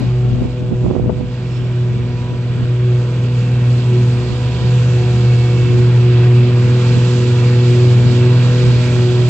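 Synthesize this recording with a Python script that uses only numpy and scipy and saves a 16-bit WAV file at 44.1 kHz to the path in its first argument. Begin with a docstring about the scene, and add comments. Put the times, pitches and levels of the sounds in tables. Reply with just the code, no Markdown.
"""Open field: a forage harvester and a tractor with wagon draw nearer, heard by a phone with two ports.
The chopping drum drones at six beats a turn, as wavering sine harmonics with weaker shaft orders.
A pump whines, and the tractor engine and turbos drift in pitch; all are sine partials.
Crop stream and fans roar as banded noise; wind buffets each port alone as filtered noise and short pops."""
import sys
import numpy as np
from scipy import signal
from scipy.fft import rfft, irfft, next_fast_len
from scipy.io import wavfile
from scipy.ndimage import uniform_filter1d

SR = 44100
rng = np.random.default_rng(int(sys.argv[2]) if len(sys.argv) > 2 else 0)


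def persist_wave(psi):
    """Save psi, clipped to +-1, as 16-bit WAV."""
    counts = np.round(np.clip(psi, -1, 1) * 32767).astype(np.int16)
    wavfile.write(sys.argv[1], SR, np.atleast_2d(counts).T)


N = 409688

# drum speed under the changing crop load: (t/s, beat rate f/Hz)
DRUM_SPEED = [(0, 123.1), (1.45, 122.8), (2.0, 121.9), (2.6, 122.4), (4.15, 121.8), (4.65, 123),
              (5.0, 121.6), (6.1, 121.2), (7.0, 122.1), (7.8, 121.4), (8.3, 122.4), (9.29, 121.7)]
# the drone fades deeply while far away and steadies as it nears: (t/s, level/dB)
DRONE_LEVEL = [(0.0, -22), (0.13, -14), (0.36, -16.5), (0.44, -23.5), (0.82, -13.5), (0.96, -27),
               (1.01, -17), (1.09, -24.5), (1.81, -15), (2.3, -18.5), (2.74, -12), (3.18, -15.5),
               (3.7, -12), (3.83, -16.5), (4.04, -10), (4.32, -16.5), (4.47, -14), (4.58, -18),
               (4.73, -11.5), (5.98, -9.5), (9.21, -11.5), (9.29, -10)]
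# even harmonics of the beat: (t/s, second level/dB, fourth level/dB)
EVEN_LEVEL = [(0.0, -22.5, -43), (0.13, -46, -43), (0.36, -29, -36), (0.8, -40, -34), (0.9, -28, -37),
              (1.09, -40, -31), (1.78, -37.5, -51), (1.99, -35, -36), (2.07, -30, -39.5),
              (2.48, -37.5, -39.5), (3.02, -33, -34.5), (4.14, -29.5, -37), (4.79, -39.5, -31.5),
              (6.42, -27, -34), (6.7, -26.5, -28.5), (8.38, -25, -32), (8.51, -26, -27.5),
              (9.16, -27, -35.5), (9.29, -32, -47)]
# the third harmonic swells and sinks on its own: (t/s, level/dB)
THIRD_LEVEL = [(0, -40), (.17, -26.5), (.55, -37), (.85, -26), (1.3, -38.5), (1.8, -29.5), (2.55, -36),
               (2.8, -26.5), (3.5, -38.5), (3.7, -30.5), (3.83, -30.5), (3.95, -18.5), (4.1, -30.5),
               (4.25, -26), (4.45, -40), (4.65, -27.5), (4.8, -37), (4.98, -23.5), (5.4, -27), (6.1, -20),
               (6.7, -23.5), (6.97, -28.5), (7.3, -21.5), (7.46, -25), (7.8, -16.5), (8.05, -26),
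               (8.27, -19.5), (8.45, -34), (8.62, -23), (8.8, -30), (9.08, -16.5), (9.29, -24)]
# upper harmonics surge unevenly: (t/s, fifth level/dB, sixth level/dB, eighth level/dB)
UPPER_LEVEL = [(0.0, -56, -41, -44), (0.15, -42, -47, -66), (0.26, -42.5, -43, -55),
               (0.57, -45.5, -58, -56), (0.88, -43, -44, -48), (1.27, -48, -54.5, -55.5),
               (2.25, -51.5, -50, -44), (2.59, -47, -61, -52.5), (3.57, -48, -48.5, -52),
               (4.66, -48, -42.5, -43), (4.86, -46, -50, -53), (5.09, -48, -40, -47), (5.4, -49, -42, -51),
               (5.6, -47.5, -51, -48), (5.87, -47, -51, -46), (6.16, -41, -43.5, -49),
               (7.58, -47.5, -55, -47), (7.71, -40.5, -43, -49), (8.8, -39, -60, -42),
               (9.11, -35.5, -42, -50), (9.29, -37, -48, -44)]
# weaker orders of the drum shaft: (multiple of the turn rate, level at mean distance/dB)
SHAFT_ORDERS = [(5, -32), (8, -34.5), (10, -39), (16, -43), (42, -52), (54, -55), (60, -56)]
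# pump harmonics and one whine just off the series: (multiple of the pump rate, level at mean distance/dB)
PUMP_HARMONICS = [(1, -49), (2, -56), (3, -57), (5.037, -64), (6, -56)]
# swells of the whine, added as power: (t/s, length/s, multiple of the pump rate, level/dB)
PUMP_SWELLS = [(3.6, .55, 6, -48), (4.7, .15, 6, -47), (5.37, .17, 5.037, -40), (5.56, .3, 5.037, -43),
               (5.0, .25, 6, -45), (5.5, .75, 6, -43), (6.3, .42, 6, -43), (6.95, .5, 6, -45),
               (7.45, .45, 6, -42), (8.3, .3, 6, -42), (8.8, .5, 3, -47), (7.0, .4, 2, -48),
               (8.3, .9, 2, -48)]
# tractor firing note: (t/s, f/Hz, level/dB)
TRACTOR_FIRING = [(0, 55.2, -28.5), (1.65, 57.5, -38), (2.6, 60, -35.5), (3.7, 63, -35.5),
                  (4.3, 70.85, -29), (6.1, 71.8, -33.5), (7.3, 63.3, -42.5), (9.29, 62.3, -43)]
# turbo whistles, upper and lower: (t/s, f/Hz, level/dB)
TURBO_HIGH = [(0, 9240, -82), (.5, 8640, -79), (1.1, 7800, -84.5), (1.8, 7850, -74), (3, 7983, -70.5),
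              (4.4, 8362, -65.5), (5, 8510, -74), (5.6, 8800, -74), (6, 9040, -95)]
TURBO_LOW = [(1.1, 4900, -90), (1.42, 5220, -67), (1.57, 5380, -52), (1.72, 5500, -65), (1.93, 5700, -76),
             (2.02, 5770, -62), (2.3, 5970, -65), (2.5, 6080, -70), (2.8, 6190, -72), (2.95, 6250, -63),
             (3.15, 6350, -63), (3.7, 6500, -80), (3.9, 6550, -95)]
# approach of the machines, used relative to its mean: (t/s, nearness level/dB, extra treble level/dB)
APPROACH = [(0.0, -43, -7), (1.03, -48.5, -7.5), (1.47, -44.5, -6.5), (2.53, -43.5, -8), (2.77, -42, -9),
            (3.4, -41.5, -5.5), (4.99, -38, -4), (5.3, -37.5, -4.5), (6.54, -36.5, -8.5), (6.91, -35, -3.5),
            (7.14, -36.5, -1.5), (7.45, -35.5, -4.5), (7.7, -36.5, -2), (8.23, -34.5, -5.5),
            (9.29, -36, -2)]
# relative spectrum of the roar: (f/Hz, level per Hz/dB)
ROAR_COLOUR = [(25, -21), (50, -12.5), (90, -4), (150, -0.5), (300, -11.5), (450, -11.5), (600, -19.5),
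               (1100, -23), (1750, -20), (2600, -23.5), (4000, -29), (4900, -32), (5600, -37),
               (7600, -36.5), (8300, -46), (8700, -60), (12500, -64.5), (14000, -75)]
# ducts that colour the roar: (f/Hz, width/Hz, gain/dB)
DUCTS = [(795, 80, -3), (920, 60, -2), (1270, 90, -2), (1580, 260, -2), (1750, 110, -4), (1920, 160, 1.5),
         (2060, 170, -4.5), (2380, 250, -1), (2800, 200, 1.5)]
# likeness of the roar at the two ports: (f/Hz, shared part of the power 0-1)
SHARED = [(60, .99), (250, .98), (1000, .92), (1600, .8), (1950, .4), (2300, .85), (3000, .58), (4500, .38),
          (8000, .28)]
# light air between gusts, before the eddy bands: (t/s, level/dB)
BREEZE = [(0, -31.5), (2.6, -34), (2.9, -54), (3.6, -49.5), (4.2, -37), (7.0, -36.5), (9.29, -28)]
# strongest gusts, before the eddy bands: (t/s, length/s, level/dB, port: minus left, plus right)
GUSTS = [(0.027, 0.075, -15.5, -1.0), (0.41, 0.15, -17, -1.0), (0.44, 0.065, -17.5, 1.0),
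         (0.626, 0.085, -20.5, -1.0), (0.719, 0.051, -16, 1.0), (0.855, 0.04, -15, 1.0),
         (0.892, 0.036, -20, -1.0), (0.94, 0.24, -16.5, 1.0), (1.08, 0.11, -17, -1.0),
         (1.195, 0.11, -18.5, 1.0), (2.329, 0.036, -18.5, -1.0), (4.315, 0.032, -18.5, 1.0),
         (5.729, 0.2, -20, 1.0), (6.968, 0.027, -14, 1.0), (8.069, 0.13, -20.5, -1.0),
         (8.772, 0.072, -20, -1.0)]
# sharp eddies, before filtering: (t/s, peak level/dB, rise/ms, port: minus left, plus right)
POPS = [(0.252, -9, .6, -1), (0.328, -10, 1.5, -1), (0.421, -6, .48, 1), (0.450, -8, .45, -1),
        (0.455, -5, .8, 1), (0.849, -8, .35, 1), (0.864, -2.5, .4, 1), (0.882, -6, .8, 1),
        (0.902, -7, .55, -1), (0.9105, -0.5, .45, 1), (0.935, -7, 1.3, 1), (0.953, -6, .4, 1),
        (0.965, -2, .36, 1), (0.980, -5.5, 1.1, 1), (0.9975, -5, .33, 1), (1.028, -7, 1.5, -1),
        (1.042, -8, .45, 1), (1.061, -6, .45, 1), (1.077, -5, 1.7, -1), (1.0955, -4, .33, -1),
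        (1.100, -1.5, .36, -1), (1.127, -8, 1.5, -1), (1.211, -8, .55, 1)]
# level balance of the phone ports: (f/Hz, left minus right level/dB)
BALANCE_DB = [(60, 0), (120, -.3), (1200, -1), (1550, 1), (2300, -4.5), (3000, -7), (4000, -12),
              (5000, -9.5), (7000, -7), (8200, -8)]
# phase between the phone ports: (f/Hz, lead of the left/rad)
LEAD = [(0, 0), (120, .045), (240, .2), (860, .5), (1200, 1), (1500, .8), (1750, 1.8), (2100, -1.2),
        (2500, .5), (3200, .9), (4400, 3), (5500, 5.6), (6000, 6.4), (7200, 5.6), (8200, 6.9)]
# dip in the right port: (f/Hz, width/Hz, gain/dB)
RIGHT_NOTCH = (1940, 400, -7)

BEATS_PER_TURN, BEAT_WANDER_HZ = 6, 0.2974
PUMP_PER_BEAT = 3.642  # the pump is geared to the drum
ROAR_DB = -25.5  # RMS level ahead of the ports
RIPPLE_HZ, RIPPLE_DB = 60, 1.0
RASP_DB, RASP_RATE = .8, 45  # shared unevenness of the chopped stream in the treble; rate per second
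CRACKLE_HZ, CRACKLE_DB, CRACKLE_MS = (450, 1100), -33, 7  # level for a 1 ms rise
POP_HZ = (75, 1300)
SUCK_STRETCH = 1.7  # the suck lasts this much longer than the push
TOP_HZ = 14300
TIME = np.arange(N) / SR
EDGE = 2048  # samples of margin around the sound while it is filtered
SIZE = next_fast_len(N + 2 * EDGE, real=True)
BINS = np.arange(SIZE // 2 + 1) * SR / SIZE


def drum(beats, near_db):
    """Six beats a turn dominate; uneven knives leave weaker shaft orders."""
    second_db, fourth_db = curves(EVEN_LEVEL)
    drone_db = curves(DRONE_LEVEL)[0] + 1.2 * walk(5)
    out = tone(beats, drone_db, flutter_db=0.9, rate=20, wobble=0.14)
    out += tone(2 * beats, second_db, flutter_db=1.4, rate=14, wobble=.26)
    out += tone(3 * beats, curves(THIRD_LEVEL)[0], flutter_db=1.8, rate=16, wobble=0.5)
    out += tone(4 * beats, fourth_db, flutter_db=1.0, rate=14, wobble=0.32)
    for multiple, db in zip((5, 6, 8), curves(UPPER_LEVEL)):
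        out += tone(multiple * beats, db, flutter_db=2.2, rate=10, wobble=.45)
    turns = beats / BEATS_PER_TURN
    for order, db in SHAFT_ORDERS:
        out += tone(order * turns, db + .7 * near_db, flutter_db=3.5, rate=7, wobble=.6 + order / 60)
    return out


def drum_beats(wander_hz):
    """Beats counted since the start; the speed wanders at random around its curve."""
    return np.cumsum(curves(DRUM_SPEED)[0] + wander_hz * walk(5)) / SR


def roar(near_db, treble_db):
    """Half-octave bands swell together and flicker alone, less alike at the ports toward the treble."""
    shared = np.clip(over_bins(SHARED), 0, 1)
    common, left, right = rfft(rng.standard_normal((3, SIZE)))
    noise = np.sqrt(shared) * common + np.sqrt(1 - shared) * np.array([left, right])
    noise = noise * undb(over_bins(ROAR_COLOUR))
    # panels and ducts add many small resonances, a hundred-odd Hz wide
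    wide = int(RIPPLE_HZ / BINS[1])
    ripple = uniform_filter1d(uniform_filter1d(rng.standard_normal(len(BINS)), wide), wide)
    noise = noise * undb(RIPPLE_DB * ripple / ripple.std())
    duct_db = sum(db * np.exp(-(2 * (BINS - hz) / width) ** 2) for hz, width, db in DUCTS)
    noise = noise * undb(duct_db)

    rasp = RASP_DB * walk(RASP_RATE)
    swell = walk(7.6)
    octaves = np.log2(BINS + 1)
    out = 0
    for hz in 25 * np.sqrt(2) ** np.arange(19):
        band = np.cos(np.pi * np.clip(octaves - np.log2(hz), -.5, .5)) ** 2
        far = np.clip(np.log2(hz / 2500), 0, 1)  # air and grass take the treble first
        db = near_db * np.clip(.45 + hz / 2400, 0, 1)
        db = db + far * (treble_db + rasp)
        db = db + .35 * swell + (.9 + .2 * far) * walk(14)
        out = out + undb(db) * irfft(noise * band, SIZE)[:, :N]
    return out * undb(ROAR_DB) / np.sqrt(np.mean(out ** 2))


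def pump(beats, near_db):
    """Whining harmonics follow the drum speed; several of them swell and sink."""
    out = 0
    for multiple, db in PUMP_HARMONICS:
        power = undb(2 * (db + near_db))
        for s, length, swelling, top_db in PUMP_SWELLS:
            if swelling == multiple:
                power += undb(2 * top_db) * bump(s, length)
        turns = multiple * PUMP_PER_BEAT * beats
        out += np.sqrt(power) * tone(turns, 0, flutter_db=2, rate=22, wobble=.07 * multiple)
    return out


def tractor_engine():
    """The firing note drifts with engine speed."""
    return drifting_tone(TRACTOR_FIRING, flutter_db=1.5, rate=14, wobble=.3)


def turbos():
    """Two high whistles glide in pitch, each a single wavering partial."""
    high = drifting_tone(TURBO_HIGH, flutter_db=4, rate=30, wobble=2.)
    return high + drifting_tone(TURBO_LOW, flutter_db=3, rate=40, wobble=1.)


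def wind():
    """Eddies thump each port alone; stronger ones are sharper and reach higher."""
    power = np.array([undb(2 * (curves(BREEZE)[0] + 4.2 * walk(14))) for _ in range(2)])
    for s, length, db, port in GUSTS:
        power[int(port > 0)] += undb(2 * db) * bump(s, length)
    size = np.sqrt(power)
    lumps = undb(1.6 * np.array([walk(90), walk(90)]))
    # eddy bands: low f/Hz, high f/Hz, gain/dB, exponent of growth with gust size
    bands = ((43.0, 142, -5.5, 0.83), (104, 275, 7.5, 1.49), (282, 700, 10.5, 2.46), (700, 1400, 6.0, 3.54))
    out = 0
    for low_hz, high_hz, db, steep in bands:
        eddy = bandpass(3, (low_hz, high_hz), rng.standard_normal((2, N)) * lumps * size ** steep)
        out = out + undb(db) * eddy / np.sqrt(2 * (high_hz - low_hz) / SR)
    return out + pops()


def pops():
    """A brief suck and a sharper push on the membrane; the quick ones crackle more."""
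    out = np.zeros((2, N))
    crackle = bandpass(3, CRACKLE_HZ, rng.standard_normal(N))
    crackle /= crackle.std()
    for s, db, rise_ms, port in POPS:
        near = slice(int((s - .015) * SR), int((s + .015) * SR))
        ms = (TIME[near] - s) * 1000
        t = ms / rise_ms / np.where(ms < 0, SUCK_STRETCH, 1)
        thump = t * np.exp((1 - t ** 2) / 2)  # the push peaks at 1 when t = 1
        fizz = undb(CRACKLE_DB) / rise_ms * np.exp(-(ms / CRACKLE_MS) ** 2) * crackle[near]
        out[int(port > 0), near] += undb(db) * (thump + fizz)
    return bandpass(2, POP_HZ, out)


def ports(sound):
    """The phone body shades the left port's treble and sets a phase lead between the ports."""
    half = undb(over_bins(BALANCE_DB) / 2) * np.exp(.5j * over_bins(LEAD))
    hz, width, db = RIGHT_NOTCH
    notch = undb(db * np.exp(-(2 * (BINS - hz) / width) ** 4))
    padded = np.pad(sound, ((0, 0), (EDGE, EDGE)), "reflect")
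    filtered = irfft(rfft(padded, SIZE) * np.array([half, notch / half]), SIZE)
    return filtered[:, EDGE:EDGE + N]


def tone(turns, db, flutter_db, rate, wobble):
    """A partial whose level and phase (wobble, rad) waver in the moving air over the field."""
    phase = 2 * np.pi * (turns + rng.random()) + wobble * walk(rate)
    return np.sqrt(2) * undb(db + flutter_db * walk(rate)) * np.sin(phase)


def drifting_tone(table, flutter_db, rate, wobble):
    """A partial that follows a table of pitch and level, its phase summed from frequency."""
    hz, db = curves(table)
    return tone(np.cumsum(hz) / SR, db, flutter_db, rate, wobble)


def walk(rate):
    """Random levels held 1 / rate s and slewed twice; spread near 1."""
    steps = 16
    held = np.repeat(rng.standard_normal(int(N / SR * rate) + 2), steps)
    slewed = uniform_filter1d(uniform_filter1d(held, steps), steps)
    return np.interp(TIME, np.arange(len(held)) / (steps * rate), 1.222 * slewed)


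def bump(s, length):
    """A swell that is 6 dB down in power at half its length from the middle."""
    out = np.zeros(N)
    near = slice(max(int((s - 2 * length) * SR), 0), int((s + 2 * length) * SR))
    out[near] = np.exp(-np.log(4) * (2 * (TIME[near] - s) / length) ** 2)
    return out


def bandpass(order, edges_hz, sound):
    """A Butterworth filter passing what lies between the edges."""
    return signal.sosfilt(signal.butter(order, edges_hz, "band", fs=SR, output="sos"), sound)


def undb(db):
    """Amplitude ratio of a level in dB."""
    return np.exp(np.asarray(db) * np.log(10) / 20)


def curves(table):
    """Columns of a time table at every sample."""
    s, *columns = np.transpose(table)
    return [np.interp(TIME, s, column) for column in columns]


def over_bins(table):
    """A (f/Hz, value) table at every transform bin, on a frequency scale logarithmic above the bass."""
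    hz, value = np.transpose(table)
    return np.interp(np.log(BINS + 200), np.log(hz + 200), value)


def scene():
    """The machines reach both ports across the field; wind acts on each port directly."""
    near_db, treble_db = (c - c.mean() for c in curves(APPROACH))
    machines = drum(drum_beats(BEAT_WANDER_HZ), near_db)
    machines = machines + pump(drum_beats(0), near_db)  # follows the speed curve without the wander
    machines = machines + tractor_engine() + turbos()
    machines = machines + roar(near_db, treble_db)
    return ports(machines) + wind()


def record(dry):
    """The phone rounds the loudest thumps and cuts the top."""
    rounded = dry / (1 + np.abs(dry) ** 4) ** (1 / 4)
    return signal.sosfilt(signal.ellip(8, .2, 70, TOP_HZ, fs=SR, output="sos"), rounded)


dry = scene()
out = record(dry)
persist_wave(out)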